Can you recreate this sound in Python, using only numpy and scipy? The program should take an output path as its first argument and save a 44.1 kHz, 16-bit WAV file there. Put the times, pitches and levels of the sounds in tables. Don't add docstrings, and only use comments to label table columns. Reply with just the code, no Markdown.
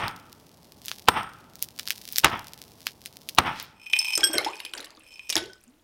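import sys
import numpy as np
from scipy import signal
from scipy.fft import rfft, irfft, next_fast_len
from scipy.io import wavfile

SR = 44100
rng = np.random.default_rng(int(sys.argv[2]) if len(sys.argv) > 2 else 0)


def generate_wav(sig):
    pcm = np.round(np.clip(np.atleast_2d(sig).T, -1, 1) * 32767).astype(np.int16)
    wavfile.write(sys.argv[1], SR, pcm)


N = 257226
T = np.arange(N) / SR
INDOORS_FROM_S, INDOORS_BY_S = 3.55, 3.95


def undb(db):
    return 10 ** (np.asarray(db) / 20)


def unit(x):
    return x / np.sqrt(np.mean(x ** 2) + 1e-20)


def fade(t, t60):
    return (t >= 0) * np.exp(-np.log(1000) * np.abs(t) / t60)


def add(track, s, sound):
    i = int(s * SR)
    a, b = max(i, 0), min(i + len(sound), N)
    if b > a:
        track[a:b] += sound[a - i:b - i]


def colour(x, spectrum, tilt_db=0):
    n = 2 * next_fast_len(len(x) // 2 + 256)
    octave = np.log2(np.maximum(np.arange(n // 2 + 1) * SR / n, 1))
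    hz, db = np.transpose(spectrum)
    tilt = tilt_db * np.maximum(octave, np.log2(600))
    response = unit(undb(np.interp(octave, np.log2(hz), db) + tilt))
    cepstrum = irfft(np.log(response))
    cepstrum[1:n // 2] *= 2
    cepstrum[n // 2 + 1:] = 0
    return irfft(rfft(x, n) * np.exp(rfft(cepstrum)))[:len(x)]


def resonate(x, hz, q):
    return signal.lfilter(*signal.iirpeak(min(hz, .4 * SR), max(q, 1), fs=SR), x)


def high_pass(x, hz):
    return signal.sosfilt(signal.butter(4, hz, "high", fs=SR, output="sos"), x)


def grains(rate, spread_db):
    size = undb(spread_db * np.minimum(rng.exponential(size=N), 4))
    sign = rng.choice([-1, 1], N)
    return unit((rng.random(N) < rate / SR) * size * sign)


def burst(t, t60):
    envelope = fade(t, t60)
    return unit(rng.standard_normal(len(t)) * envelope) * np.sqrt(np.mean(envelope ** 2))


# frequency_hz, level_db
YARD_SPECTRUM = [(25, -20.5), (60, 0), (140, 3.5), (250, 2), (500, -4.5), (900, -5.5), (1500, -19),
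                 (4000, -23), (16000, -31.5)]
ROOM_SPECTRUM = [(25, -0.5), (60, 5.5), (130, -2.5), (280, -0.5), (600, -7.5), (1500, -11.5), (5000, -18),
                 (16000, -22.5)]


def air():
    inside = np.interp(T, (INDOORS_FROM_S, INDOORS_BY_S), (0, 1))
    yard = undb(-56) * colour(rng.standard_normal(N), YARD_SPECTRUM)
    room = undb(-65.5) * colour(rng.standard_normal(N), ROOM_SPECTRUM)
    return (1 - inside) * yard + inside * room


# start_s, churn_level_db, churn_t60_s
PLUNGES = [(4.172, -34, 1), (4.335, -27, 0.36), (4.454, -31.5, 0.11), (4.735, -41, 0.61),
           (5.354, -20.5, 0.15)]
HEAVE_S, LAP_DB, LAP_T60_S = .008, -64, 2.37


def churning():
    motion = np.zeros(N)
    for s, db, t60 in PLUNGES:
        heave = 1 - np.exp(-np.maximum(T - s, 0) / HEAVE_S)
        settling = undb(db) * fade(T - s, t60) + undb(LAP_DB) * fade(T - s, LAP_T60_S)
        motion += heave * settling
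    return motion


def gliding_tone(hz, t60, rise):
    t = T[:int(min(t60, .3) * SR) + 2]
    phase = 2 * np.pi * np.cumsum(hz * 2 ** (rise * t)) / SR
    return np.sin(phase) * fade(t, t60) * (1 - np.exp(-t * hz))


def swarm(rate, low_hz, high_hz, cycles, rise, spread_db):
    out = np.zeros(N)
    for when, pitch, size in rng.random((int(rate * N / SR), 3)):
        hz = low_hz * (high_hz / low_hz) ** pitch
        gain = undb(-spread_db * np.log(size + 0.021))
        add(out, when * N / SR, gain * gliding_tone(hz, cycles / hz, rise))
    return unit(out)


# start_s, pitch_hz, level_db, t60_s, rise_octaves_per_s
POCKETS_AND_KNOCK = [(4.232, 386, -21.5, 0.036, -19), (4.296, 311, -25, 0.086, 1.5),
                     (4.348, 601, -24.5, 0.087, 0), (4.356, 330, -12.5, 0.033, 14),
                     (4.382, 2077, -19.5, 0.083, 4.5), (4.463, 800, -18, 0.1, 14),
                     (4.976, 290, -42.5, 0.053, 5), (5.42, 330.4, -32.5, 0.17, 11),
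                     (5.67, 230, -49.5, 0.3, 5)]
PLOP_HZ, PLOP_DB, PLOP_T60_S, PLOP_RISE = 350, 0.5, 0.062, -6.5


def plops_pockets_and_knock():
    out = np.zeros(N)
    for s, db, _ in PLUNGES:
        add(out, s + HEAVE_S, undb(db + PLOP_DB) * gliding_tone(PLOP_HZ, PLOP_T60_S, PLOP_RISE))
    for s, hz, db, t60, rise in POCKETS_AND_KNOCK:
        add(out, s, undb(db) * gliding_tone(hz, t60, rise))
    return out


# frequency_hz, level_db
SLOSH_SPECTRUM = [(150, -13), (240, -16), (310, 1), (430, -6), (620, 0), (1000, -14), (2200, -2.5),
                  (5000, -42.5), (16000, -61)]


def stirred_drink(churn):
    water = undb(-8.0) * colour(grains(rate=930, spread_db=4.5), SLOSH_SPECTRUM)
    gurgle = undb(-8) * swarm(rate=220, low_hz=278.3, high_hz=693, cycles=28, rise=1.7, spread_db=4)
    splash = undb(-5.0) * swarm(rate=570, low_hz=774, high_hz=4780, cycles=20, rise=3.0, spread_db=7.0)
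    pings = swarm(rate=450, low_hz=2500, high_hz=12000, cycles=28, rise=0, spread_db=6.5)
    fizz = undb(-19.0) * churn ** 0.71 * pings
    return churn * (water + gurgle + splash) + fizz


JOSTLE_GAP_S, JOSTLE_DB, JOSTLE_FALL_DB_PER_S = 0.041, -28.5, 37
JOSTLE_HZ, JOSTLE_T60_S = 3900, 0.012


def jostles(count):
    rows = []
    for s, *_ in PLUNGES:
        chance = rng.uniform(-1.3, 1, (count, 2))
        delays = JOSTLE_GAP_S * (1 + np.arange(count) + chance[:, 0] / 2)
        for delay, c in zip(delays, chance[:, 1]):
            level_db = JOSTLE_DB - JOSTLE_FALL_DB_PER_S * delay
            rows.append((s + delay, level_db, JOSTLE_HZ * 2 ** (c / 2), JOSTLE_T60_S))
    return rows


# start_s, level_db, pitch_hz, t60_s
CLACKS = [(3.932, -12.5, 3360, 0.0079), (4.1766, -7.5, 6800, 0.011), (4.207, -16, 2920, 0.012),
          (4.382, -4.5, 4250, 0.0083), (4.446, -19, 3180, 0.031), (4.602, -20, 2700, 0.017),
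          (4.6499, -20.5, 3180, 0.022), (4.7364, -15.5, 2960, 0.01), (4.7778, -28, 4700, 0.04),
          (4.804, -26.5, 3900, 0.019), (4.8451, -27, 3500, 0.018), (5.2938, -17.5, 5500, 0.014),
          (5.3004, -12, 5450, 0.033), (5.3256, -14.5, 3500, 0.037), (5.3554, -8.5, 5440, 0.011),
          (5.3661, -7.5, 3400, 0.012), (5.376, -16.5, 3600, 0.045), (5.6383, -43, 8840, 0.015)]
# frequency_hz, level_db
WET_ICE_SPECTRUM = [(300, -14.5), (1200, -3), (3500, -0.5), (5500, -0.5), (7000, -17.5), (11500, -4.5),
                    (16000, -27.5)]


def clacks():
    out, t = np.zeros(N), T[:SR // 8]
    for s, db, hz, t60 in CLACKS + jostles(count=4):
        snap = burst(t, t60)
        overtones = np.zeros(len(t))
        for mode_hz, size in zip(rng.uniform(1500, 12000, 5), rng.random(5)):
            overtones += size * np.sin(2 * np.pi * mode_hz * t)
        body = undb(7.5) * resonate(snap, hz, 6.3) + undb(-17) * colour(snap, WET_ICE_SPECTRUM)
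        ring = undb(-19) * overtones * fade(t, 2.7 * t60)
        thud = undb(-26) * colour(burst(t, 0.027), SLOSH_SPECTRUM)
        add(out, s, undb(db) * (body + ring + thud))
    return out


# start_s, length_s, force_db
SLIDES = [(3.834, 0.12, -77.5), (3.969, 0.17, -55), (4.25, .43, -75.5), (5.08, 0.26, -75.5)]
SLIDE_RISE_S, SLIDE_T60_S = 0.28, 0.16


def sliding():
    force = np.zeros(N)
    for s, length, db in SLIDES:
        build_up = fade(np.maximum(s - T, 0), SLIDE_RISE_S)
        release = fade(np.maximum(T - s - length, 0), SLIDE_T60_S)
        force += undb(db) * build_up * release
    return force


def rubbing_ice(slips):
    buzz = undb(25) * resonate(resonate(slips, 2540, 10), 2540, 10)
    crackle = undb(8) * colour(slips, WET_ICE_SPECTRUM)
    hiss = undb(20) * resonate(resonate(slips, 8000, 6), 8000, 6)
    murmur = undb(20.5) * resonate(resonate(slips, 940, 3.4), 940, 3.4) + undb(1) * resonate(slips, 330, 1.5)
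    return buzz + crackle + hiss + murmur


def glass(modes, knocks, rubbing, sag, reach):
    s, knock_db, knock_hz = np.transpose(knocks)
    first = int(INDOORS_FROM_S * SR)
    lowest_hz = modes[0][0]
    out = np.zeros(N)
    for hz, db, t60 in modes:
        moving_hz = hz * (1 - sag[first:] * lowest_hz / hz)
        turn = np.exp(2j * np.pi * np.cumsum(moving_hz) / SR)
        push = rubbing * lowest_hz / hz
        push[(s * SR).astype(int)] += undb(knock_db) / (1 + (np.log2(hz / knock_hz) / reach) ** 2)
        ring = signal.lfilter([1], [1, -fade(1 / SR, t60)], push[first:] / turn)
        out[first:] += undb(db) * (ring * turn).imag
    return out


# pitch_hz, level_db, t60_s
POURER_MODES = [(2492, 3.5, 0.065), (2610, -7, 0.04), (3035, -1, 0.03), (5236, 2.5, 0.055),
                (5970, -11, 0.035), (8610, -2, 0.05), (8800, -14, 0.029), (11100, -14, .03),
                (13000, -4, 0.08)]
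# start_s, level_db, favoured_pitch_hz
POURER_KNOCKS = [(3.866, -34.5, 2500), (3.935, -10, 2700), (3.965, -18, 2710), (3.9891, -13.5, 8000),
                 (3.9916, -9.5, 6470), (4.064, -27, 5000), (4.1335, -14, 3980), (4.1537, -9.5, 6630),
                 (4.2078, -24.5, 4560), (4.24, -8.5, 6400), (4.4477, -27, 5100), (4.5336, -33.5, 2500),
                 (4.663, -31, 2780), (5.1397, -40, 6000), (5.1943, -32.5, 2420)]


def tilted_glass(slips):
    return high_pass(glass(POURER_MODES, POURER_KNOCKS, slips, np.zeros(N), reach=0.3), 2230)


# pitch_hz, level_db, t60_s
TUMBLER_MODES = [(1594, 1, 0.15), (3275, 1, 0.15), (5510, -3, 0.09), (8283, -3.5, 0.085),
                 (11330, -15, 0.07), (11740, -13, .06), (13450, -21, .08)]
# start_s, level_db, favoured_pitch_hz
TUMBLER_KNOCKS = [(4.176, -25, 9050), (4.2322, -13.5, 2500), (4.239, -12, 8600), (4.2458, -11, 6840),
                  (4.271, -18, 8000), (4.332, -18, 11300), (4.3382, -28.5, 1600), (4.353, -27, 6800),
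                  (5.378, -40, 1400), (5.497, -42.5, 1360)]
# time_s, fall_of_lowest_mode (fraction)
FILL = [(4.24, 0.0043), (4.34, 0.024), (4.41, 0.11), (4.5, 0.055)]


def tumbler(churn):
    rubbing = undb(-0.5) * churn ** 2 * grains(rate=270, spread_db=-7.0)
    sag = np.interp(T, *np.transpose(FILL))
    return high_pass(glass(TUMBLER_MODES, TUMBLER_KNOCKS, rubbing, sag, reach=0.77), 1360)


def table():
    return undb(-42.5) * unit(resonate(rng.standard_normal(N), 110, 0.79)) * fade(T - 5.365, 0.34)


def drink():
    churn = churning()
    slips = sliding() * grains(rate=380, spread_db=3.5)
    direct = tilted_glass(slips) + tumbler(churn) + rubbing_ice(slips)
    direct = direct + stirred_drink(churn) + table() + clacks() + plops_pockets_and_knock()
    tail = colour(burst(T[:SR // 2] - .006, 0.31), [(200, 3), (2000, -0.5), (5000, -5.5), (14000, -13.5)])
    return direct + undb(-14.5) * signal.fftconvolve(direct, tail / np.linalg.norm(tail))[:N]


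# frequency_hz, level_db
CHIP_SPECTRUM = [(150, -34), (700, -25), (1600, -5), (3400, 2), (5200, 4), (7500, -6), (12000, -4),
                 (16000, -7.5)]


def shower():
    patter = colour(grains(rate=2500, spread_db=2), CHIP_SPECTRUM, -7)
    return undb(-40) * patter * fade(np.abs(T - 3.6), .3)


LOW_FLIGHT_S, HIGH_FLIGHT_S, FLIGHT_SPREAD_S = 0.39, .95, 0.2
ESCORT_DB, ESCORT_RISE_S, ESCORT_T60_S = -37.5, 0.083, 0.13


def spray():
    gain = np.zeros(N)
    for s, *_, low_db, high_db in BLOWS:
        for flight_s, db in (LOW_FLIGHT_S, low_db), (HIGH_FLIGHT_S, high_db):
            gain += undb(db) * np.exp(-.5 * ((T - s - flight_s) / FLIGHT_SPREAD_S) ** 2)
    t = T[:SR // 2] - ESCORT_RISE_S
    escort = np.where(t < 0, fade(-t, ESCORT_RISE_S), fade(t, ESCORT_T60_S))
    for s, db, _ in CHIPS:
        add(gain, s - ESCORT_RISE_S, undb(db + ESCORT_DB) * escort)
    return gain * fade(np.maximum(T - INDOORS_FROM_S, 0), .4)


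# start_s, level_db, brightness_db_per_octave
CHIPS = [(0.0812, -17.5, -0.5), (0.8585, -20, 7.5), (0.883, -11.5, -2), (0.9156, -13, -4),
         (1.5556, -24, 4.5), (1.6255, -5.5, 4.5), (1.7893, -17, -3), (1.797, -18, -3.5), (1.8756, -14, -4),
         (1.9057, -5, -2), (2.1245, -10.5, 16), (2.1597, -12, 1.5), (2.177, -17.5, 5), (2.1839, 1.5, 2.5),
         (2.8688, -6.5, -4.5), (3.0595, -17.5, -0.5), (3.289, -13, 0), (3.349, -18, 11.5),
         (3.5997, -20.5, -0.5), (3.627, -14.5, 17.5)]


def chips():
    out, t = np.zeros(N), T[:SR // 10]
    for s, db, tilt_db in CHIPS:
        crumbs = rng.standard_normal(len(t)) * (rng.random(len(t)) < .03)
        skitter = crumbs * fade(t, 0.073) * (1 - np.exp(-t / 0.009))
        tick = burst(t, 0.0024) + undb(-4.0) * skitter
        add(out, s, undb(db) * colour(tick, CHIP_SPECTRUM, tilt_db))
    coarse = colour(grains(rate=90, spread_db=5.5), CHIP_SPECTRUM, 1.0)
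    fine = colour(grains(rate=800, spread_db=1.5), CHIP_SPECTRUM, 1.9)
    return out + (undb(1.5) * coarse + undb(-6) * fine) * spray()


ECHO_DELAY_S = .085
# frequency_hz, level_db
ECHO_SPECTRUM = [(30, -15), (110, 1), (290, -6), (500, -11), (880, 0), (1500, -3.5), (2300, -5.5),
                 (3400, -10), (4300, -26.5), (5500, -23), (7000, -46), (16000, -47)]


def wood_echo(t):
    late = t - ECHO_DELAY_S
    decay = fade(late, 0.24) + undb(-20.5) * fade(late, 1.0)
    swell = np.where(late < 0, fade(-late, 0.15), decay) * (t > 0)
    echo = colour(grains(rate=3000, spread_db=2)[:len(t)] * swell, ECHO_SPECTRUM)
    return echo + resonate(echo, 870, 7.1) + resonate(echo, 1310, 20)


# pitch_hz, level_db, t60_s
STEEL_MODES = [(905, 5, .25), (1313, 6, .6), (5464, -7, .3), (8000, -9, .35), (8726, 2, .43),
               (10920, -10, .33), (11620, -6, .2), (14690, -9, .35), (14830, -3, .2)]


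def steel_ring(t, noise):
    late = t - ECHO_DELAY_S
    ring = np.zeros(len(t))
    for hz, db, t60 in STEEL_MODES:
        envelope = 0.92 * fade(t, t60) + 0.24 * fade(late, t60)
        ring += undb(db) * np.sin(2 * np.pi * hz * t) * envelope
    scattered = unit(resonate(resonate(noise, 1320, 5), 1320, 5)) * fade(np.abs(late), .8) * (t > 0)
    return ring + undb(4) * scattered


# start_s, crack_db, crunch_db, steel_ring_db, echo_db, crack_brightness_db_per_octave,
# low_crumbs_db, high_crumbs_db
BLOWS = [(-.05, -1, -7, -47.5, -26.5, 2.5, -60, -54), (1.0852, 1, -18, -42.5, -25.5, 0.5, -65, -49.5),
         (2.2449, -1, -12, -66, -28, 3, -54, -57), (3.385, 0.5, -16.5, -51, -25.5, 0.5, -56, -70)]
# frequency_hz, level_db
CRACK_SPECTRUM = [(30, -14), (90, -8.5), (170, -37), (400, -5), (900, 1.5), (1400, -1), (1900, -4.5),
                  (3000, -3.5), (4300, -13.5), (7000, -21), (12000, -25.5), (16000, -32)]
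CRUNCH_SPECTRUM = [(30, -15.5), (90, 2), (180, -4.5), (300, 2.5), (550, -2.5), (1100, 3), (2200, -9.5),
                   (3500, -14.5), (5500, -24), (7500, -37), (16000, -53)]


def pickaxe():
    out, lead_s = np.zeros(N), .03
    t = T[:SR] - lead_s
    for s, crack_db, crunch_db, ring_db, echo_db, tilt_db, *_ in BLOWS:
        noise = rng.standard_normal((2, len(t)))
        scuff = unit(resonate(resonate(noise[0], 3100, 2), 3100, 2)) * fade(np.abs(t + .006), .014)
        split = burst(t, 0.019) + undb(-12.0) * burst(t - .003, 0.0092)
        crack = colour(split, CRACK_SPECTRUM, tilt_db)
        fractures = grains(rate=4900, spread_db=5.5)[:len(t)]
        crushing = np.where(t < 0, fade(-t, 0.024), fade(t, 0.13))
        crunch = colour(fractures * crushing, CRUNCH_SPECTRUM, tilt_db)
        low_noise = colour(noise[1], [(40, -14.0), (130, 2.0), (290, -3.5), (450, -17.0), (2000, -38.5)])
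        rumble = undb(-42) * low_noise * fade(t, 0.8)
        blow = undb(-24) * scuff + undb(crack_db) * crack + undb(crunch_db) * crunch + rumble
        answer = undb(ring_db) * steel_ring(t, noise[1]) + undb(echo_db) * wood_echo(t)
        add(out, s - lead_s, blow + answer)
    return out


def scene():
    return (air() + drink() + shower() + chips() + pickaxe())[None]


def record(dry):
    top_hz = 16200
    low_pass = signal.ellip(8, .2, 70, top_hz, fs=SR, output="sos")
    return signal.sosfilt(low_pass, np.clip(dry, -1, 1))


dry = scene()
out = record(dry)
generate_wav(out)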